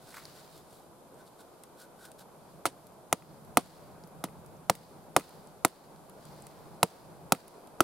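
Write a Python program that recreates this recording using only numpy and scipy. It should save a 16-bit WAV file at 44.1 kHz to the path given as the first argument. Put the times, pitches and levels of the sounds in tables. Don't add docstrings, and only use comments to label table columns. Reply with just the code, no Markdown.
import sys
import numpy as np
from scipy import signal
from scipy.fft import rfft, irfft, next_fast_len
from scipy.io import wavfile

SR = 44100
rng = np.random.default_rng(int(sys.argv[2]) if len(sys.argv) > 2 else 0)


def wav_record(signal):
    frames = np.transpose(np.atleast_2d(signal))
    bounded = np.clip(frames, -1, 1)
    quanta = np.round(bounded * 32767).astype(np.int16)
    wavfile.write(sys.argv[1], SR, quanta)


N = 345303

# (frequency [Hz], level per Hz [dB])
RUMBLE_COLOUR = [(25, -23), (60, 4), (110, -1.5), (160, 9), (230, -2), (330, -37)]
DRONE_COLOUR = [(120, -13.5), (200, -8), (350, -5), (620, -5), (950, -8), (1250, -14), (1550, -18),
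                (1750, -26), (2600, -27), (3400, -61.5)]
RUSTLE_COLOUR = [(1500, 2.5), (2500, -4), (3500, -1.5), (4600, 3.5), (5800, -4.5), (9000, -5.5),
                 (14000, -9)]
HISS_COLOUR = [(1060, -48), (1800, -23), (2500, -8), (3030, 1), (4740, 0.5), (5750, -2), (9770, 2.5),
               (14200, -3), (15100, -19), (15700, -57)]
HISS_DB = -66.5
# (frequency [Hz], likeness [-1 to 1])
AIR_LIKENESS = [(30, -.4), (60, -0.89), (110, 0.43), (200, 0.88), (400, 0.76), (700, 0.76), (1300, .43),
                (2400, 0.33), (8000, -0.14), (15000, 0.66)]
# (time [s], level [dB])
RUMBLE_LEVEL = [(0, -60.5), (.8, -63), (1.55, -70), (2.5, -62.5), (3.0, -63), (3.5, -54), (3.75, -59.5),
                (4.3, -54), (5.1, -58), (5.3, -61), (5.8, -62), (6.4, -58.5), (6.75, -57), (6.95, -61.5),
                (7.25, -52.5), (7.55, -74), (7.83, -57)]
# (time [s], level [dB])
DRONE_LEVEL = [(0, -56.5), (3.0, -55), (4.2, -53.5), (5.8, -54.5), (6.5, -53), (7.83, -53)]
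# (middle [s], length [s], level [dB])
CLOTH_RUSTLES = [(0.305, 0.93, -57.5), (1.5, 0.99, -73), (2.5, 0.35, -69.5), (6.304, 0.37, -64),
                 (6.556, 0.82, -64)]
WOODS_REVERB_DB, WOODS_REVERB_T60_S = -52.5, 1.17
STROKE_EDGE_DB = 18.5

# (middle [s], length [s], scrape level [dB], hollow ring level [dB])
BLADE_STROKES = [(0.138, 0.28, -57.5, -64), (.38, 0.13, -62.5, -72), (0.565, .14, -61, -87),
                 (0.756, 0.22, -62.5, -94), (1.206, 0.086, -66, -64.5), (1.275, 0.041, -61.5, -82),
                 (1.409, .07, -62.5, -65.5), (1.813, 0.081, -55.5, -59), (1.85, 0.018, -67, -58),
                 (2.045, 0.14, -57.5, -57), (2.207, 0.065, -57.5, -63)]
# (frequency [Hz], level per Hz [dB])
SCRAPE_COLOUR = [(900, -14), (2600, -8.5), (3700, 2.5), (4800, 0), (6200, -4.5), (8500, 0), (11500, -2.5),
                 (15000, -9)]
# (frequency [Hz], level per Hz [dB])
SCUFF_COLOUR = [(500, -31), (1000, -2), (1300, 0), (1700, -6), (2300, -6.5), (3200, -23)]
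SCUFF_MIDDLE_S, SCUFF_LENGTH_S, SCUFF_DB = 0.171, 0.13, -54.5
HOLLOW_HZ, HOLLOW_T60_S = 1487, 0.03

# (time [s], level [dB], pitch [Hz], left above right [dB])
BARK_TICKS = [(0.2541, -30.5, 4630, 3), (1.277, -49.5, 4310, -0.5), (1.6365, -31, 9150, -0.5),
              (2.1168, -35, 9400, -1.0), (2.8689, -38.5, 11500, -0.5), (3.4491, -45, 11000, 5),
              (4.0377, -41, 5070, 1), (4.074, -42, 12100, -1.5), (4.4622, -40.5, 10900, -3),
              (5.2924, -39, 11000, 2), (5.4725, -41, 8130, -1), (6.097, -38, 11000, -0.5),
              (6.2534, -39, 8500, 9), (6.4223, -36.5, 8200, -7), (6.4682, -31.5, 9600, 2),
              (7.4807, -34.5, 10600, -5), (7.672, -40, 10000, -0.5)]
FAINT_TICKS, FAINT_TICK_DB = 12, -50

# (time [s], main knock [Hz], low knock [Hz], strength [dB],
# then against that strength: trunk [dB], low knock [dB], main knock [dB], upper baton [dB], crack [dB], grit [dB])
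BATON_BLOWS = [(2.6549, 716, 346, -12.5, -24, -17.5, -16.5, -3, -10.5, -15),
               (3.1270, 790, 285, -6, -20, -22.5, -14, -16.5, -10, -37),
               (3.5713, 906, 300, -0.5, -31, -19, -14, -22, -14.5, -27.5),
               (4.2396, 804, 265, -18.5, -14.5, -18, -15, -13.5, -9, -26),
               (4.6972, 813, 270, -2, -21, -27, -13.5, -30, -12, -43),
               (5.164, 840, 336, -0.5, -39, -19, -13, -24.5, -14, -28.5),
               (5.6484, 823, 349, -3.5, -29.5, -16.5, -14.5, -11.5, -9, -31.5),
               (6.8297, 752, 323, -2.5, -18.5, -24, -13.5, -17, -10, -35.5),
               (7.3213, 753, 336, -2, -18.5, -20.5, -16, -11, -10, -35),
               (7.805, 715, 340, 0.5, -38.5, -16, -21.5, -7.5, -16.5, -44)]
# (time [s], crack level [dB], knock level [dB])
REBOUNDS = [(2.662, -35, -55), (2.665, -52, -38), (3.223, -63, -50), (3.594, -61, -63), (4.259, -69, -62),
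            (4.286, -70, -52), (4.752, -40.5, -69), (5.197, -41.5, -42), (5.209, -53, -44),
            (5.680, -46, -61), (7.349, -47, -41)]
# (frequency [Hz], level [dB], t60 [s])
WOOD_TONES = [(180, 3, .045), (1320, 1, .025), (2080, 3, .012), (2480, 2, .012)]
TONE_BODY = [0, 1, 2, 2]
# (ratio to its pitch, level [dB], t60 [s])
MAIN_KNOCK_PARTS = [(.79, -23.5, 0.056), (0.971, -4, 0.013), (1.19, 1.5, 0.014)]
BITE_S, BITE_DB = 0.001404, 5
LOW_DELAY_S, LOW_T60_S, LOW_DB = 0.0018, 0.032, 5.5
BLADE_DB, SINK_DB_PER_S = -13, 2.0
# (frequency [Hz], level per Hz [dB])
DULL_CRACK_COLOUR = [(2200, -32.5), (3100, -27.5), (3800, 6.5), (5500, 0), (7000, -16.5), (9000, 6)]
BRIGHT_CRACK_COLOUR = [(5500, 2.5), (7500, 4), (9000, 3.5), (11000, 5.5), (13500, -7.5), (16500, -8.5)]
GRIT_COLOUR = [(900, 4.5), (2000, 3.5), (4500, 2), (6500, -2), (9500, 4.5), (15000, -15.5)]
THUD_COLOUR = [(40, -35), (90, -26.5), (170, -12), (350, -4), (800, -12.5), (1400, -20.5), (2200, -47.5)]
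CRACK_DELAY_S, CRACK_T60_S, DULL_DB = 0.0005, 0.016, -7.5
DULL_GRAIN_DB, BRIGHT_GRAIN_DB = 3, 1
GRIT_T60_S, THUD_T60_S = 0.081, 0.074
THUD_DB, THUD_FOLLOWS_GRIT = -8, 0.39
GROUND_ECHO_S, GROUND_ECHO_DB = 0.0041, -15.5
SCATTER_DB, SCATTER_T60_S = -44.5, 0.26

DUCK_ABOVE_DB, DUCK_SHARE, RECOVERY_DB_PER_S, DUCK_SMOOTH_S = -10.5, 0.61, 22, 0.021
TOP_CUT_HZ = 16830


def from_db(db):
    return 10 ** (np.asarray(db) / 20)


def rms_one(x):
    return x / np.sqrt(np.mean(x ** 2) + 1e-20)


def level_in_time(rows):
    s, level_db = np.transpose(rows)
    return np.interp(np.arange(N) / SR, s, level_db)


def at_hz(points, hz):
    table_hz, value = np.transpose(points)
    return np.interp(np.log(hz), np.log(table_hz), value)


def drift(rate_hz):
    step = 40
    r = np.exp(-2 * np.pi * rate_hz * step / SR)
    white = rng.standard_normal(N // step + 2002)
    slow = signal.lfilter([1], [1, -2 * r, r * r], white)[2000:]
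    return np.interp(np.arange(N) / step, np.arange(len(slow)), rms_one(slow))


def clicks(times_s, db):
    out = np.full(N, 1e-18)
    out[np.round(np.asarray(times_s) * SR).astype(int)] = from_db(db)
    return out


def ring(x, hz, t60):
    r = from_db(-60 / (t60 * SR))
    w = 2 * np.pi * hz / SR
    return signal.lfilter([0, np.sin(w)], [1, -2 * r * np.cos(w), r * r], x)


def dying(x, t60):
    return signal.lfilter([1], [1, -from_db(-60 / (t60 * SR))], x)


def noise(colour, alike, grain_db=0.):
    size = next_fast_len(N)
    hz = np.maximum(np.arange(size // 2 + 1) * SR / size, 1)
    grain = np.minimum(rng.exponential(1, size), 5)
    white = rng.standard_normal((2, size)) * from_db(grain_db * grain)
    mid, side = rfft(white) * from_db(at_hz(colour, hz))
    likeness = np.clip(at_hz(alike, hz) if np.ndim(alike) else alike, -1, 1)
    both = np.sqrt(1 + likeness) * mid + np.sqrt(1 - likeness) * side * [[1], [-1]]
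    return rms_one(irfft(both, size)[:, :N])


def swell(middle_s, length_s, db):
    away = (np.arange(N) / SR - middle_s) / (length_s / 2)
    return from_db(db - STROKE_EDGE_DB * np.minimum(away ** 2, 9))


def high_pass(x, hz):
    return signal.sosfilt(signal.butter(4, hz, "high", fs=SR, output="sos"), x)


def air():
    rumble_level = from_db(level_in_time(RUMBLE_LEVEL) + 2.2 * drift(8))
    rumble = rumble_level * noise(RUMBLE_COLOUR, AIR_LIKENESS)
    drone_level = from_db(level_in_time(DRONE_LEVEL) + 0.82 * drift(23))
    drone = drone_level * noise(DRONE_COLOUR, AIR_LIKENESS)
    cloth = sum(swell(*row) for row in CLOTH_RUSTLES)
    s, _, _, blow_db = np.transpose(BATON_BLOWS)[:4]
    reverb = dying(clicks(s, blow_db + WOODS_REVERB_DB), WOODS_REVERB_T60_S)
    rustle_level = (cloth + reverb) * from_db(0.76 * drift(25))
    rustle = rustle_level * noise(RUSTLE_COLOUR, 0.43, grain_db=4.0)
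    hiss = from_db(HISS_DB) * noise(HISS_COLOUR, AIR_LIKENESS)
    return rumble + drone + rustle + hiss


def scrapes():
    bright = noise(SCRAPE_COLOUR, 0.93, grain_db=1.0)
    hollow = rms_one(ring(rng.standard_normal(N), HOLLOW_HZ, HOLLOW_T60_S))
    scuff_level = swell(SCUFF_MIDDLE_S, SCUFF_LENGTH_S, SCUFF_DB) * from_db(3.0 * drift(60))
    out = scuff_level * noise(SCUFF_COLOUR, 1.0, grain_db=6.0)
    for middle_s, length_s, scrape_db, hollow_db in BLADE_STROKES:
        rubbing = from_db(scrape_db) * bright + from_db(hollow_db) * hollow
        out = out + swell(middle_s, length_s, 0) * rubbing
    return out * from_db(2.7 * drift(72))


def ticks():
    chance = rng.random((FAINT_TICKS, 4))
    faint = chance * [N / SR - .1, 6, 8000, 8] + [0, FAINT_TICK_DB - 3, 4000, -4]
    rows = np.vstack([BARK_TICKS, faint])
    out = np.zeros((2, N))
    for s, tick_db, hz, pan_db in rows:
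        i = round(s * SR)
        click = np.eye(1, 800)[0]
        snap = high_pass(ring(click, hz, t60=16 / hz), .75 * hz)
        out[:, i:i + 800] += snap * from_db(tick_db + pan_db * np.array([[.5], [-.5]]))
    puff = dying(clicks(rows[:, 0], rows[:, 1] - 17), 0.027)
    return out + puff * noise(BRIGHT_CRACK_COLOUR, 0.55)


def knocks():
    s, main_hz, low_hz, blow_db, trunk_db, low_db, main_db, upper_db, *_ = np.transpose(BATON_BLOWS)
    body_db = [trunk_db, upper_db, BLADE_DB - SINK_DB_PER_S * (s - s[0])]
    again_s, _, again_db = np.transpose(REBOUNDS)
    out = np.zeros(N)
    for (hz, tone_db, t60), body in zip(WOOD_TONES, TONE_BODY):
        start_s = s + LOW_DELAY_S * (body == 0)
        hits = clicks(start_s, blow_db + body_db[body] + tone_db)
        rebounds = clicks(again_s, again_db + tone_db)
        out -= ring(hits + rebounds, hz, t60)
    for k, start_s in enumerate(s):
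        part = out[round(start_s * SR):][:SR // 10]
        touch, bite, late = (np.eye(1, len(part), round(lag_s * SR))[0]
                             for lag_s in (0, BITE_S, LOW_DELAY_S))
        push = (touch + from_db(BITE_DB) * bite) * from_db(blow_db[k] + main_db[k])
        main = sum(ring(push * from_db(part_db), ratio * main_hz[k], t60)
                   for ratio, part_db, t60 in MAIN_KNOCK_PARTS)
        part -= signal.lfilter([1, -1], [1, -.97], main)
        low_push = from_db(blow_db[k] + low_db[k] + LOW_DB) * late
        part -= ring(low_push, low_hz[k], LOW_T60_S)
    return signal.lfilter([.3], [1, -.7], out)


def blows():
    s, _, _, blow_db, *_, crack_db, grit_db = np.transpose(BATON_BLOWS)
    again_s, again_db, _ = np.transpose(REBOUNDS)
    again = dying(clicks(again_s, again_db), 0.024)
    first = dying(clicks(s + CRACK_DELAY_S, blow_db + crack_db), CRACK_T60_S)
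    dull_level = from_db(DULL_DB) * first + again
    dull = dull_level * noise(DULL_CRACK_COLOUR, 0.66, grain_db=DULL_GRAIN_DB)
    bright = (first + again) * noise(BRIGHT_CRACK_COLOUR, 0.86, grain_db=BRIGHT_GRAIN_DB)
    grit_level = dying(clicks(s, blow_db + grit_db), GRIT_T60_S) * from_db(3 * drift(80))
    grit = grit_level * noise(GRIT_COLOUR, 0.62, grain_db=3.0)
    thud_db = blow_db + THUD_DB + THUD_FOLLOWS_GRIT * grit_db
    thud = dying(clicks(s + 0.0015, thud_db), THUD_T60_S) * noise(THUD_COLOUR, 0.83)
    direct = knocks() + dull + bright + grit + thud
    direct = high_pass(direct, hz=109.0)
    lag = round(GROUND_ECHO_S * SR)
    echo = from_db(GROUND_ECHO_DB) * np.pad(direct, ((0, 0), (lag, 0)))[:, :N]
    scatter = dying(clicks(s, blow_db + SCATTER_DB), SCATTER_T60_S) * noise(GRIT_COLOUR, 0.12)
    return direct + echo + scatter


def scene():
    return air() + scrapes() + ticks() + blows() * from_db([[-.4], [.4]])


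def record(dry):
    peak_db = 20 * np.log10(np.abs(dry).max(axis=0) + 1e-9)
    over_db = np.maximum(peak_db - DUCK_ABOVE_DB, 0)
    ramp = RECOVERY_DB_PER_S * np.arange(N) / SR
    held_db = np.maximum.accumulate(DUCK_SHARE * over_db + ramp) - ramp
    r = np.exp(-1 / (DUCK_SMOOTH_S * SR))
    duck_db = signal.lfilter([1 - r], [1, -r], held_db)
    ducked = dry * from_db(-duck_db)
    return signal.sosfilt(signal.cheby2(14, 70, TOP_CUT_HZ, fs=SR, output="sos"), ducked)


dry = scene()
out = record(dry)
wav_record(out)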